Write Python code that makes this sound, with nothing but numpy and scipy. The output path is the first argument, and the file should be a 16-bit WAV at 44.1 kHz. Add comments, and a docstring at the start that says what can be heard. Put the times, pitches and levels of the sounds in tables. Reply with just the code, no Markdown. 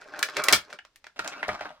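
"""In a small room, a toy is worked out of a stiff clear plastic tray on a wooden table.
The tray creaks, crackles and snaps as its facets buckle, lets go in loud cracks and ticks as it relaxes;
then it is pushed aside, scraping and knocking. Snaps, ticks and knocks are bursts of tiny slips, rubbing is
a stream of them, and creaks are slips through narrow resonances. The tray, nearby surfaces and the room
answer these sounds; soft table thuds and faint room noise lie underneath."""
import sys
import numpy as np
from scipy import signal
from scipy.fft import rfft, irfft
from scipy.io import wavfile
from scipy.ndimage import uniform_filter1d, minimum_filter1d

SR = 44100
rng = np.random.default_rng(int(sys.argv[2]) if len(sys.argv) > 2 else 0)


def transcribe(signal):
    """Save signal, clipped to [-1, 1], as a 16-bit WAV file at the path in sys.argv[1]."""
    frames = np.atleast_2d(signal).T
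    limited = np.clip(frames, -1, 1)
    pcm = np.round(limited * 32767).astype(np.int16)
    wavfile.write(sys.argv[1], SR, pcm)


N = 79380  # samples in the scene, 1.8 s

# Colours are plain tone shapes. Source levels are those before the tray, echoes and room answer.
# steady room noise colour: pitch_hz, level_db
ROOM_TONE_COLOUR = [(60, -3.5), (140, -13), (5000, -21.5), (15000, -45.5)]
ROOM_TONE_DB = -72
# hands thud on the table: start_s, level_db (before the mode levels)
THUDS = [(0.527, -37), (1.198, -54.5), (1.486, -40), (1.613, -55)]
# low modes of the table top: pitch_hz, level_db
TABLE_MODES = [(58, -1.5), (78, 1.5), (115, -0.5), (198, 2.5)]
THUD_RISE_S, TABLE_T60_S = 0.0062, 0.17  # T60: time to fade by 60 dB

# the tray slides over the table: time_s, level_db
SLIDE_LEVEL = [(1.16, -48), (1.205, -45.5), (1.235, -49), (1.262, -40), (1.41, -47.5), (1.46, -40.5),
               (1.55, -36.5), (1.575, -53.5), (1.615, -43), (1.70, -42.5), (1.745, -57.5), (1.8, -68)]
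# colour of the sliding: pitch_hz, level_db
SLIDE_COLOUR = [(100, -21.5), (230, -6), (400, -13.5), (680, 0.5), (1050, -3.5), (1450, -3), (2400, -10.5),
                (4800, -16.5), (8000, -30.5), (16000, -46)]
SLIDE_SCATTER_DB = 3  # the sliding tray catches unevenly
PUSHED_LAG_S = 0.00008  # sliding and knocks come late on the left, rounded to whole samples

# the toy rubs inside the tray: time_s, level_db
RUB_LEVEL = [(0, -54.5), (.1, -50), (.16, -41.5), (.21, -44.5), (.3, -45.5), (.358, -41), (.38, -27),
             (.43, -42), (.52, -28.5), (.57, -60), (.67, -56.5), (.745, -46.5), (.8, -90)]
# colour of the rubbing: pitch_hz, level_db
RUB_COLOUR = [(100, -18.5), (500, -0.5), (1150, -1), (1600, -0.5), (2700, -11), (5300, -17), (16000, -59.5)]
SLIPS_PER_S, SLIP_DECAY_MS, RUB_SPREAD = 1100, 1.34, 0.32
# colour of strained creases crackling: pitch_hz, level_db
CRACKLE_COLOUR = [(800, -24.5), (5000, 12), (15000, -15.5)]
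CRACKLES_PER_S, CRACKLE_SCATTER_DB = 170, 7
CRACKLE_DB = -10  # relative to the rubbing
WANDER_DB, WANDER_PER_S = 4, 45  # how far and how often a scrape's colour shifts as the contact moves

# an edge creaks: start_s, end_s, resonance_hz, level_db (before the overtone and swell)
CREAKS = [(0.143, 0.184, 1467, -47.5), (0.371, 0.414, 621, -36.5), (0.387, 0.474, 1269, -35),
          (1.275, 1.418, 1458, -46)]
CREAK_WIDTH_HZ, CREAK_RISE_OCT, OVERTONE_RATIO, OVERTONE_DB = 260, 0.1, 1.8, -8

# the tray knocks on the table: start_s, ring_hz, then level_db at the first three COLOUR_HZ
KNOCKS = [ (1.191, 1373, 5, 5.5, -3.5), (1.2442, 610, -4.5, -4, -10.5), (1.4278, 1980, 7, 7.5, -13),
          (1.480, 725, 7, -8, -7.5), (1.489, 650, 6.5, 15, -14.5), (1.608, 723, 1.5, 3.5, -15),
          (1.654, 1370, 1.5, -2.5, -27)]
# single creases flip: start_s, ring_hz, click_db (added to the colour), ring_db over the click
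TICKS = [ (0.0171, 1460, -23, 18.5), (.137, 1540, -22.5, 26), (.287, 1620, -8.5, 12),
         (0.7025, 1940, -20, 9.5), (0.7277, 1490, -11, 11), (0.7877, 2770, -25, 23.5),
         (0.7891, 1700, -21.5, 22), (.850, 1065, -19.5, 4), (1.042, 2105, -18.5, 9),
         (1.0672, 1595, -15.5, 11), (1.5927, 1480, -23, 22), (1.692, 3140, -28, 17)]
# colour of a tick: pitch_hz, level_db
TICK_COLOUR = [(100, -25.5), (800, 6), (5500, -3.5), (12000, -26.5)]
# facets buckle: start_s, ring_hz, then level_db at each of COLOUR_HZ
SNAPS = [ (.1912, 1520, -2.5, -9, -5, -14.5), (.2275, 1563, -7.5, 13, 9, -3),
         (.3675, 1740, 0.5, 5.5, 3, -14), (.4383, 1440, -6, -3.5, 4.5, -0.5),
         (.4843, 2130, 13.5, 14.5, 12.5, 1), (.5254, 1327, 16, 12.5, 20.5, 14.5),
         (.5292, 2160, 21.5, 14, 18.5, 2.5), (.5318, 1576, 15, 18, 19, 0.5),
         (.9587, 2094, -35.5, -23.5, -24, -30.5), (1.2758, 6960, -2.5, -2.5, -3.5, -20)]
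# where the snap and knock levels apply: pitch_hz
COLOUR_HZ = (600, 1700, 5000, 12000)
KNOCK_DECAY_MS, TICK_DECAY_MS, SNAP_DECAY_MS = 5.5, 2.3, 3.06
BASS_DB_PER_OCT, AIR_DB_PER_OCT = -7, -14.5  # fall below and above the listed pitches
FACET_DB, FACET_OCT = 10, 0.29  # resonance height, and distance from its peak to half that height
BUCKLES_PER_S, SHEET_SHARE = 4000, 0.46  # tiny slips in a burst; sheet vibration mixed with them
BURST_RISE = 0.15  # build-up time as a share of the decay time
CLICK_SPREAD = 0.75  # how unlike the two channels are in the treble

# ringing of the whole tray: pitch_hz, level_db over the direct sound
TRAY_MODES = [(378, -1.5), (615, 4), (714, -7.5), (1335, -16), (1608, -6), (2300, -3), (4190, -6)]
TRAY_T60_S = 0.085
# early reflections from table and ceiling: delay_s, level_db
ECHOES = [(.006, -11.5), (.0185, -20)]
ECHO_TOP_HZ = 5100
ROOM_DB, ROOM_T60_S, ROOM_TREBLE_T60_S, ROOM_DELAY_S, ROOM_RISE_S = -7, 0.16, 0.12, 0.0032, 0.0027
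ROOM_SPREAD, SPREAD_HZ = 1, 3000  # the channels differ mostly above SPREAD_HZ
LIMIT, LIMIT_S, TOP_HZ = 0.92, 0.002, 15900  # peak limit, limiter window, top of the sound


def undb(db):
    """Turn decibels into a plain multiplier."""
    return 10 ** (np.asarray(db) / 20)


def level(x):
    """Scale to unit rms, a steady measure of strength."""
    return x / np.sqrt(np.mean(x ** 2) + 1e-20)


def response(points, ring_hz=1000, ring_db=0):
    """Make a filter from a colour and one optional resonance, with no sound before its start."""
    hz, db = np.array(points, float).T
    octave = np.log2(np.maximum(np.fft.rfftfreq(4096, 1 / SR), 1))
    distance = (octave - np.log2(ring_hz)) / FACET_OCT
    resonance_db = ring_db / (1 + distance ** 2)
    gain = undb(np.interp(octave, np.log2(hz), db) + resonance_db)
    # folding the log spectrum onto positive time keeps the colour and puts the sound early
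    cepstrum = irfft(np.log(gain))
    half = len(cepstrum) // 2
    fold = np.r_[1, np.full(half - 1, 2), 1, np.zeros(half - 1)]
    return irfft(np.exp(rfft(cepstrum * fold)))


def convolve(x, h):
    """Filter each channel, keeping the scene's length."""
    return signal.fftconvolve(np.atleast_2d(x), np.atleast_2d(h), axes=1)[:, :N]


def stereo(mid, side, spread):
    """Make left and right alike in the bass and partly unlike in the treble."""
    treble = signal.lfilter(*signal.butter(1, SPREAD_HZ, "high", fs=SR), side)
    side = spread * treble
    return np.array([mid + side, mid - side])


def add(out, start_s, x):
    """Mix a sound in at a time."""
    i = max(int(start_s * SR), 0)
    out[:, i:i + x.shape[-1]] += x[..., :max(N - i, 0)]


def walk():
    """A smooth random wander with a spread near 1."""
    knots = rng.standard_normal(256)
    return np.interp(np.arange(N) / SR * WANDER_PER_S, np.arange(len(knots)), knots)


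def wander(x):
    """Half-octave bands swell and fade on their own as the contact moves."""
    place = 2 * np.log2(np.maximum(np.fft.rfftfreq(N, 1 / SR), 100) / 100)
    spectrum = rfft(x)
    out = np.zeros_like(x)
    for k in range(16):
        band = irfft(spectrum * np.maximum(1 - abs(place - k), 0), N)
        out += band * undb(WANDER_DB * walk())
    return out


def burst(decay_ms):
    """A fading run of tiny slips and sheet vibration, near unit energy with an even spectrum."""
    t = np.arange(2048) / SR
    happens = rng.random(len(t)) < BUCKLES_PER_S / SR
    slips = rng.standard_normal(len(t)) * happens * np.sqrt(SR / BUCKLES_PER_S)
    sheet = SHEET_SHARE * rng.standard_normal(len(t))
    age = t * 1e3 / decay_ms
    envelope = np.exp(-age) * (1 - np.exp(-age / BURST_RISE))
    spectrum = rfft((slips + sheet) * envelope)
    smooth_power = uniform_filter1d(abs(spectrum) ** 2, size=35)
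    even = irfft(spectrum / np.sqrt(smooth_power + 1e-20))
    fade_out = np.minimum(2 - 2 * t / t[-1], 1) ** 2
    return even * fade_out


def clicks(table, decay_ms):
    """Each burst takes the colour and ring of the facet that moves."""
    out = np.zeros((2, N))
    for start, ring_hz, *db in table:
        bass_end = (COLOUR_HZ[0] / 8, db[0] + 3 * BASS_DB_PER_OCT)
        air_end = (COLOUR_HZ[len(db) - 1] * 4, db[-1] + 2 * AIR_DB_PER_OCT)
        colour = [bass_end, *zip(COLOUR_HZ, db), air_end]
        click = stereo(burst(decay_ms), burst(decay_ms), CLICK_SPREAD)
        add(out, start, convolve(click, response(colour, ring_hz, FACET_DB)))
    return out


def friction(curve, colour, rate, scatter_db=0):
    """Surfaces stick and slip in pulses of scattered size and shifting colour, along a level curve."""
    happens = rng.random(N) < rate / SR
    # half fast scatter, half slow wander, so large slips gather in clusters
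    scatter = np.clip((rng.standard_normal(N) + walk()) / np.sqrt(2), -2, 1.5)
    sizes = happens * undb(scatter_db * scatter)
    pulses = stereo(*(sizes * rng.uniform(-0.97, 1, (2, N))), RUB_SPREAD)
    facets = rng.integers(0, 4, N)  # each slip moves one of four facets
    slips = sum(convolve(pulses * (facets == k), burst(SLIP_DECAY_MS)) for k in range(4))
    db = np.interp(np.arange(N) / SR, *np.array(curve).T, left=-120, right=-120)
    return level(wander(convolve(slips, response(colour)))) * undb(db)


def room_tone():
    """Faint steady rumble and hiss of the room, made from coloured noise."""
    noise = stereo(*rng.standard_normal((2, N)), ROOM_SPREAD)
    return undb(ROOM_TONE_DB) * level(convolve(noise, response(ROOM_TONE_COLOUR)))


def thuds():
    """Soft pushes of the hands set off the low modes of the table."""
    out, t = np.zeros((2, N)), np.arange(SR // 2) / SR
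    modes = sum(undb(db) * np.sin(2 * np.pi * hz * t) for hz, db in TABLE_MODES)
    ring = modes * np.exp(-np.log(1000) * t / TABLE_T60_S)
    for start, db in THUDS:
        add(out, start, undb(db) * ring * (1 - np.exp(-t / THUD_RISE_S)))
    return out


def sliding():
    """The tray sticks and slips unevenly across the table top."""
    return friction(SLIDE_LEVEL, SLIDE_COLOUR, SLIPS_PER_S, SLIDE_SCATTER_DB)


def knocks():
    """The tray hits the table in short bursts that ring its facets."""
    return clicks(KNOCKS, KNOCK_DECAY_MS)


def pushing():
    """Sliding and knocking together, with the left channel slightly late."""
    left, right = sliding() + knocks()
    t = np.arange(N) / SR
    lag_s = round(PUSHED_LAG_S * SR) / SR
    return np.array([np.interp(t - lag_s, t, left), right])


def rubbing():
    """The toy sticks and slips against the inside of the tray."""
    return friction(RUB_LEVEL, RUB_COLOUR, SLIPS_PER_S)


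def crackle():
    """Strained creases give way in sparse, uneven pulses while the toy rubs."""
    return undb(CRACKLE_DB) * friction(RUB_LEVEL, CRACKLE_COLOUR, CRACKLES_PER_S, CRACKLE_SCATTER_DB)


def creaks():
    """An edge sticks and slips; its resonance and overtone waver and rise as the strain grows."""
    out = np.zeros((2, N))
    narrow = signal.butter(2, CREAK_WIDTH_HZ / 2, fs=SR)
    for start, end, hz, db in CREAKS:
        progress = np.linspace(0, 1, int((end - start) * SR))
        happens = rng.random(len(progress)) < SLIPS_PER_S / SR
        slips = rng.choice([-1, 1], len(progress)) * happens
        waver = 0.5 * walk()[:len(progress)]
        pitch_hz = hz * 2 ** (CREAK_RISE_OCT * (progress - 0.5 + waver))
        phase = 2 * np.pi * np.cumsum(pitch_hz) / SR
        tones = []
        for ratio in (1, OVERTONE_RATIO):
            # shift the moving pitch to zero, filter narrowly, then shift it back
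            turn = np.exp(1j * ratio * phase)
            tones.append(level((turn * signal.lfilter(*narrow, slips / turn)).real))
        low, high = tones
        swell = np.sqrt(np.minimum(2 * abs(np.sin(np.pi * progress)), 1))
        add(out, start, undb(db) * (low + undb(OVERTONE_DB) * high) * swell)
    return out


def ticks():
    """A single crease flips: a short click with one facet ringing through it."""
    out = np.zeros((2, N))
    for start, ring_hz, db, ring_db in TICKS:
        click = stereo(burst(TICK_DECAY_MS), burst(TICK_DECAY_MS), CLICK_SPREAD)
        add(out, start, undb(db) * convolve(click, response(TICK_COLOUR, ring_hz, ring_db)))
    return out


def snaps():
    """Facets of the tray buckle in short bursts, each with its own colour and ring."""
    return clicks(SNAPS, SNAP_DECAY_MS)


def tray(x):
    """The whole tray rings in fading modes in answer to every sound made on it."""
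    t = np.arange(SR // 2) / SR
    damping = np.log(1000) / TRAY_T60_S
    modes = sum(undb(db) * np.cos(2 * np.pi * hz * t) for hz, db in TRAY_MODES)
    ring = modes * 2 * damping / SR * np.exp(-damping * t)
    return x + convolve(x, ring)


def echoes(x):
    """Table and ceiling return duller, slightly scattered copies."""
    out = x.copy()
    dull = signal.lfilter(*signal.butter(1, ECHO_TOP_HZ, fs=SR), x)
    for delay, db in ECHOES:
        add(out, delay, undb(db) * convolve(dull, burst(SLIP_DECAY_MS)))
    return out


def room(x):
    """Dense reflections from shelves and walls, as fading noise; the treble dies first."""
    t = np.arange(SR // 2) / SR
    rise = 1 - np.exp(-np.maximum(t - ROOM_DELAY_S, 0) / ROOM_RISE_S)
    low_fade = np.exp(-np.log(1000) * t / ROOM_T60_S)
    treble_fade = np.exp(-np.log(1000) * t / ROOM_TREBLE_T60_S)
    lowpass = signal.butter(2, 4000, fs=SR, output="sos")
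    tails = []
    for noise in rng.standard_normal((2, len(t))):
        low = signal.sosfiltfilt(lowpass, noise)
        tail = rise * (low * low_fade + (noise - low) * treble_fade)
        tails.append(level(tail) / np.sqrt(len(t)))
    reflections = stereo(*tails, ROOM_SPREAD) / np.hypot(1, ROOM_SPREAD)
    return x + undb(ROOM_DB) * convolve(x, reflections)


def scene():
    """Pulling and pushing pass through tray, echoes and room; thuds and room noise join directly."""
    pulling = rubbing() + crackle() + creaks() + ticks() + snaps()
    handling = undb(-1.5) * (pulling + pushing())
    return room_tone() + thuds() + room(echoes(tray(handling)))


def record(dry):
    """A fast limiter holds down the loudest peaks; the extreme treble is cut."""
    size = int(LIMIT_S * SR)
    needed = LIMIT / np.maximum(abs(dry).max(axis=0), LIMIT)
    gain = uniform_filter1d(minimum_filter1d(needed, size), size)
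    top_cut = signal.ellip(10, 0.2, 90, TOP_HZ, fs=SR, output="sos")
    return signal.sosfilt(top_cut, dry * gain)


dry = scene()
out = record(dry)
transcribe(out)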